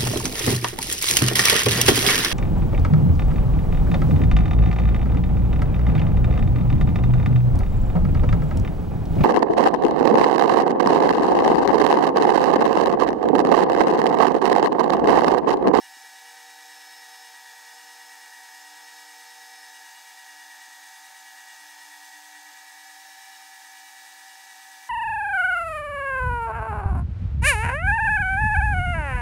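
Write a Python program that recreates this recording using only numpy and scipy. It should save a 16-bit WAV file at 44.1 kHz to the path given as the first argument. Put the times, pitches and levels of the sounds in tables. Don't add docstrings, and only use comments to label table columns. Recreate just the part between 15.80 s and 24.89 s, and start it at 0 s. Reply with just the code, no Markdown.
import sys
import numpy as np
from scipy import signal
from scipy.fft import rfft, irfft
from scipy.io import wavfile
from scipy.ndimage import map_coordinates

SR = 44100
rng = np.random.default_rng(int(sys.argv[2]) if len(sys.argv) > 2 else 0)


def materialize(psi):
    bounded = np.clip(np.atleast_2d(psi).T, -1, 1)
    quanta = np.round(bounded * 32767).astype(np.int16)
    wavfile.write(sys.argv[1], SR, quanta)


def linear_from_db(decibels):
    return 10 ** (np.asarray(decibels, float) / 20)


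N = 400868

LAY_RATIO, MIDDLE_RATIO = 12.235, 3.5
PRESS_RELEASE_S = 0.14


def whines(turns, change_db):
    wobbles = [(12.235, .2, -.25), (6.1175, .08, -.19), (22.72, .17, .03), (26.4, .12, .04)]
    mesh_orders = [4.25, 8.5, 17, 21.25, 25.5, 34, 6.72, 13.44, 20.16, 40.32, 47, 5.43, 7.5, 9.38, 14.72,
                   24.4, 44.3, 49.7, 57.8]
    # rms level in dB, throb depth 0-1, throb phase in lay shaft turns.
    mesh = [(-77, 0.17, -0.13), (-63, 0.26, -0.53), (-55.5, 0.32, -.49), (-73, .3, .39), (-68.5, 0.5, 0.49),
            (-65, 0.15, .53), (-56, 0.22, -0.099), (-68, 0, 0), (-67.5, .2, -0.29), (-78.5, 0.6, -0.32),
            (-65, .14, -0.18), (-90, .1, .4), (-73.5, 0, 0.29), (-81.5, 0.3, 0.4), (-67, 0, .45),
            (-74, 0.2, .45), (-78, 0, .45), (-71, .3, 0.6), (-77.5, .2, .45)]
    rotor_orders = [6, 7, 8, 11, 12, 14, 15, 16, 18, 19, 23, 31, 32, 33, 35, 38, 39, 43, 46, 54, 55, 59, 62,
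                    67, 75, 83, 94, 24, 28]
    # rms level in dB, throb depth 0-1, throb phase in lay shaft turns.
    rotor = [(-83, 0.1, 0.43), (-72, 0.14, -.23), (-59.5, 0.17, -0.055), (-83, .5, 0.39), (-76, 0.4, 0.23),
             (-71, 0, 0.46), (-59, 0, -.36), (-69.5, 0, .45), (-73, .26, 0.36), (-84.5, 0.3, .61),
             (-75.5, 0, -.44), (-66.5, 0.27, 0.37), (-73.5, 0, -.49), (-80.5, 0.7, -0.44),
             (-75, 0.5, -0.051), (-75.5, 0.06, -.42), (-68.5, .07, -0.0093), (-68.5, .2, .2),
             (-71, .14, .53), (-71, .05, 0.32), (-68.5, 0.1, 0.33), (-70.5, .06, -.02), (-72, .2, 0.018),
             (-70.5, 0.3, -.02), (-81.5, .3, 0.56), (-74.5, .07, .48), (-78, 1, .43), (-79.5, 0, 0.5),
             (-75.5, .2, 0.57)]

    lay = turns / LAY_RATIO
    swing = sum(share / 100 * ratio * np.sin(2 * np.pi * (turns / ratio + turn))
                for ratio, share, turn in wobbles)
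    angle = turns + swing / (2 * np.pi) + 0.0028 * walk(18) + 0.0048 * walk(4)
    backlash = 0.24 * np.sin(2 * np.pi * (lay - 0.25))
    flutter = [walk(20) for _ in range(6)]
    slip = [0.18 * walk(9) for _ in range(5)]
    drift_db = 0.75 * walk(1.424)
    out = np.zeros(N)
    for k, (order, (db, depth, turn)) in enumerate(zip(mesh_orders + rotor_orders, mesh + rotor)):
        slow_db = change_db[order] if order in change_db else np.roll(drift_db, k * 30011)
        flutter_db = (0.45 + 0.025 * order) * flutter[k % 6]
        phase = 2 * np.pi * (order * angle + rng.random()) + slip[k % 5] + backlash * (order < 8.2)
        out += linear_from_db(db + slow_db + flutter_db) * throb(lay, depth, turn) * np.sin(phase)
    return np.sqrt(2) * out * throb(turns / MIDDLE_RATIO, 0.055, 0.22)


def responses(t, speed):
    # time in seconds, seating from -1 loose to 1 tight.
    seating = [(0, 0.68), (.2, 0.28), (.45, 0.2), (1, 0.63), (1.45, 0.88), (1.7, .1), (2.2, .75),
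               (2.65, -0.18), (3.2, 0.66), (3.9, .55), (4.2, -0.58), (4.5, 0), (5.6, -.9), (6, 0.24),
               (6.4, -1), (7.3, 0.48), (7.9, 0.08), (8.4, -0.48)]
    led = (6.72, 15, 17, 25.5, 34, 47, 8, 8.5, 31, 46, 20.16, 33)
    # dB per turn/s of speed, dB per unit seating, offset in dB, wander in dB.
    answer = [(2.5, 0.5, -1.2, .8), (2.5, -1, -0.5, 1), (-2, -0.5, 0.73, 0.65), (-0.5, 1.7, -1.2, 2.7),
              (2, 3.5, -1, 1.5), (-0.5, 9.5, 0.5, .7), (-1, 0.2, 0, 0.7), (-2.5, 0.5, -0.8, 0.8),
              (-2, -1.1, 0, 1.1), (-5.5, 4, -1, 1.9), (2, 0, 0, 1.2), (4, -1.5, -1.5, 0.5)]

    seat = np.interp(t, *np.transpose(seating))
    usual_speed = 113
    out = {}
    for order, (per_speed, per_seat, offset_db, wander_db) in zip(led, answer):
        out[order] = per_speed * (speed - usual_speed) + per_seat * seat + offset_db + wander_db * walk(4)

    tray_order, damped_db = 4.25, -16
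    free = ramp(t, 0.21, 0.25) * (1 - ramp(t, 3.86, 1.3))
    singing_db = 7.5 - 1.04 * t
    out[tray_order] = damped_db + free * (singing_db - damped_db) + 1.1 * walk(5.1)
    out[tray_order] -= 8 * pressure(t, PRESS_RELEASE_S)
    out[8.5] += 4 * pressure(t, 2.6 * PRESS_RELEASE_S)
    return out


def pressure(t, release_s):
    # peak time in seconds, force 0-1.
    presses = [
        (1.58, .8),
        (2.55, 0.8),
        (2.78, 0.3),
        (4.12, 0.7),
        (5.95, .6),
    ]
    attack_s = 0.08
    return sum(force * ramp(t, s - attack_s, attack_s) * np.exp(-np.maximum(t - s, 0) / release_s)
               for s, force in presses)


def rattle(turns):
    # frequency in Hz, width in Hz, rms level in dB, throb depth 0-1,
    # throb phase in lay shaft turns.
    body = [(589, 100, -77.5, 0.42, -0.0018), (782, 40, -66.5, 0.37, -0.013), (845, 25, -65.5, 0.089, 0.17),
            (943, 45, -70, .2, 0.26), (1220, 213, -65.5, .05, -.1), (1587, 87, -68.5, .05, .5),
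            (1725, 82, -61, 0.072, 0.069), (1803, 100, -57, 0.065, -0.3), (1904, 60, -70.5, 0.37, .5),
            (2070, 120, -69.5, .2, 0.67), (2292, 154, -62, 0.072, 0.54), (2842, 150, -67.5, 0.1, 0.47),
            (3206, 360, -67, 0.068, .4), (3846, 250, -68, 0.062, 0.39), (4577, 300, -66.5, .05, 0.45),
            (5236, 460, -63, .05, 0.87), (6103, 240, -62, .02, .1), (6510, 220, -63.5, .02, .1),
            (7680, 230, -65, 0.13, 0.45), (8300, 570, -63, 0.27, 0.47), (8980, 490, -63.5, 0.18, .5),
            (10240, 160, -72, .03, .1), (11180, 1100, -66.5, 0.032, .1), (12250, 370, -71.5, .03, .1),
            (13500, 600, -73.5, .03, .1)]

    knocks = throb(turns, 0.15, 0.11) * throb(turns / 2, 0.087, 0.3)
    lay = turns / LAY_RATIO
    place = ((lay + 0.0004 * walk(6)) * 4096).astype(int) % 4096
    flaws = rng.standard_normal(4096)[place]
    repeat_share = 0.29
    out = np.zeros(N)
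    for hz, width, db, depth, turn in body:
        fresh = rng.standard_normal(N)
        contact = knocks * (np.sqrt(repeat_share) * flaws + np.sqrt(1 - repeat_share) * fresh)
        out += linear_from_db(db + 0.55 * walk(2.46)) * throb(lay, depth, turn) * ring(contact, hz, width)
    return out


def hum(t):
    # start in seconds, hold in seconds, rise over idle buzz in dB.
    pushes = [(.6, 0.67, 2.5), (2, 0.37, 3), (2.75, .15, 5), (3.15, 0.15, 6), (3.4, .5, 1.5),
              (4.498, 0.11, 3.5), (5.86, 0.28, 6.5), (6.35, 0.28, 8), (6.95, 0.18, 6), (7.85, .3, 3),
              (8.9, .2, 2)]

    attack_s, release_s = 0.044, 0.3
    push_db = np.max([db * ramp(t, s - attack_s, attack_s) * (1 - ramp(t, s + hold, release_s))
                      for s, hold, db in pushes], axis=0)
    level_db = -78 + push_db - 3 * pressure(t, PRESS_RELEASE_S) + 1.7 * walk(22)
    buzz = linear_from_db(level_db) * np.sin(2 * np.pi * 300.5 * t)
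    drone = linear_from_db(-114) * np.sin(2 * np.pi * SR / 1024 * t)
    return np.sqrt(2) * (buzz + drone)


def thuds():
    # time in seconds, peak level in dB, frequency in Hz.
    chute_blows = [(0.163, -72, 285), (0.554, -84, 180), (2.036, -81, 240), (2.319, -86, 256),
                   (3.026, -78, 280), (4.101, -89, 234), (4.875, -79, 280), (5.812, -81, 230),
                   (6.222, -89, 221), (6.713, -83, 245), (7.505, -83, 253), (7.838, -86, 256),
                   (8.164, -83, 280), (8.72, -79, 280)]
    # time in seconds, peak level in dB, frequency in Hz.
    more_knocks = [
        (.234, -69, 483),
        (.55, -72, 496),
        (1.0, -85, 240),
        (2.24, -82, 260),
        (4.55, -88, 200),
    ]

    out, t = np.zeros(N + 2000), np.arange(2000) / SR
    blow = (t / 0.0064) ** 3 * np.exp(3 - t / 0.0023)
    squelches = rng.random((350, 3)) * [N / SR, 12, 220] + [0, -104, 160]
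    for s, db, hz in [*chute_blows, *more_knocks, *squelches]:
        i = int(s * SR)
        tones = np.sin(2 * np.pi * hz * t)
        tones += 0.62 * np.sin(2 * np.pi * 1.5 * hz * t)
        tones += 0.3 * np.sin(2 * np.pi * 3 * hz * t)
        out[i:i + 2000] += linear_from_db(db + 6.5) * blow * tones
    return signal.sosfilt(signal.butter(3, 150, "high", fs=SR, output="sos"), out[:N])


def air(turns):
    # frequency in Hz, relative level in dB.
    spectrum = [(30, -50), (70, -56), (110, -46), (200, -22), (400, -12), (600, -9.5), (1000, -1.5),
                (2200, -3.5), (3000, 2.5), (5500, 1.5), (7400, 2), (9800, -5), (13000, -4), (15700, -4.5)]

    hz, db = np.transpose(spectrum)
    pulsed = rng.standard_normal(N) * throb(turns, 0.065, 0.34)
    hiss = shape(pulsed, lambda f: np.interp(np.log(f), np.log(hz), db))
    return linear_from_db(-53.5 + 0.35 * walk(2.9)) * hiss / np.std(hiss)


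def throb(shaft_turns, depth, turn):
    angle = 2 * np.pi * (shaft_turns + turn)
    return 1 + depth * (np.cos(angle) - 0.32 * np.sin(2 * angle))


def ring(x, hz, width):
    b, a = signal.iirpeak(hz, hz / width / 1.5, fs=SR)
    y = signal.lfilter(b, a, signal.lfilter(b, a, x))
    return y / np.std(y)


def walk(rate):
    count = int(N / SR * rate) + 4
    return 1.07 * map_coordinates(rng.standard_normal(count), [np.arange(N) * rate / SR], order=3)


def shape(x, db_at):
    return irfft(rfft(x) * linear_from_db(db_at(np.arange(N // 2 + 1) * SR / N + 1)), N)


def ramp(t, start, length):
    return np.clip((t - start) / length, 0, 1)


def scene():
    # time in seconds, speed in turns per second.
    motor_speed = [(0.0, 113.57), (0.2, 113.1), (0.95, 113.4), (1.1, 112.81), (1.75, 112.35), (2.25, 112.8),
                   (2.45, 112.33), (2.95, 112.37), (3.6, 112.9), (4.15, 112.4), (5.0, 112.41),
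                   (5.35, 113.1), (5.93, 112.09), (6.1, 112.44), (6.85, 113.17), (7.4, 114.41),
                   (7.75, 113.79), (9.09, 113.76)]
    # frequency in Hz, width in Hz, depth in dB.
    dips = [(703, 20, -1), (1001, 49, 5), (1174, 23, 9), (1400, 25, 4), (1603, 15, 1), (1937, 17, 6.5),
            (2196, 19, 9), (3050, 89, 5), (6300, 88, 5.5), (7505, 86, 5.5)]

    t = np.arange(N) / SR
    speed = np.interp(t, *np.transpose(motor_speed))
    turns = np.cumsum(speed) / SR
    noise = shape(rattle(turns) + air(turns),
                  lambda f: -sum(db / (1 + ((f - hz) / width) ** 4) for hz, width, db in dips))
    mono = whines(turns, responses(t, speed)) + noise + hum(t) + thuds()
    return np.array([mono, mono])


def low_pass(x):
    return signal.sosfilt(signal.butter(12, 16300, fs=SR, output="sos"), x)


def record(dry):
    split_times = [.175, .222, .384, .825, 1.058, 1.29, 1.847, 1.893, 2.01, 2.033, 2.056, 2.381, 2.613,
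                   2.822, 3.542, 3.914, 4.842, 5.168, 5.214, 5.307, 5.4, 5.83, 6.259, 6.793, 7.072, 7.141,
                   7.582, 7.698, 7.768, 8.74]

    mono = shape(dry[0], lambda f: -120.0 * (f > 15740))
    size = 1536
    side, f = np.zeros(N), np.arange(size // 2 + 1) * SR / size
    low_hz, high_hz, width_hz = 4600, 14400, 1600
    for s, (first, second, chance) in zip(split_times, rng.random((len(split_times), 3))):
        i = int(s * SR) - size // 2
        count = 1 + (chance < 0.65)
        places = np.array([first, (first + 0.3 + 0.4 * second) % 1])[:count]
        start_hz = low_hz + (high_hz - low_hz) * places[:, None]
        inside = np.any((f > start_hz) & (f < start_hz + width_hz), axis=0)
        band = rfft(mono[i:i + size]) * inside
        band = band * np.exp(2j * np.pi * rng.random(len(f)))
        side[i:i + size] += linear_from_db(-2.0) * irfft(band) * signal.windows.tukey(size, 0.9)
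    return low_pass(mono + np.array([side, -side]))


dry = scene()
out = record(dry)
materialize(out)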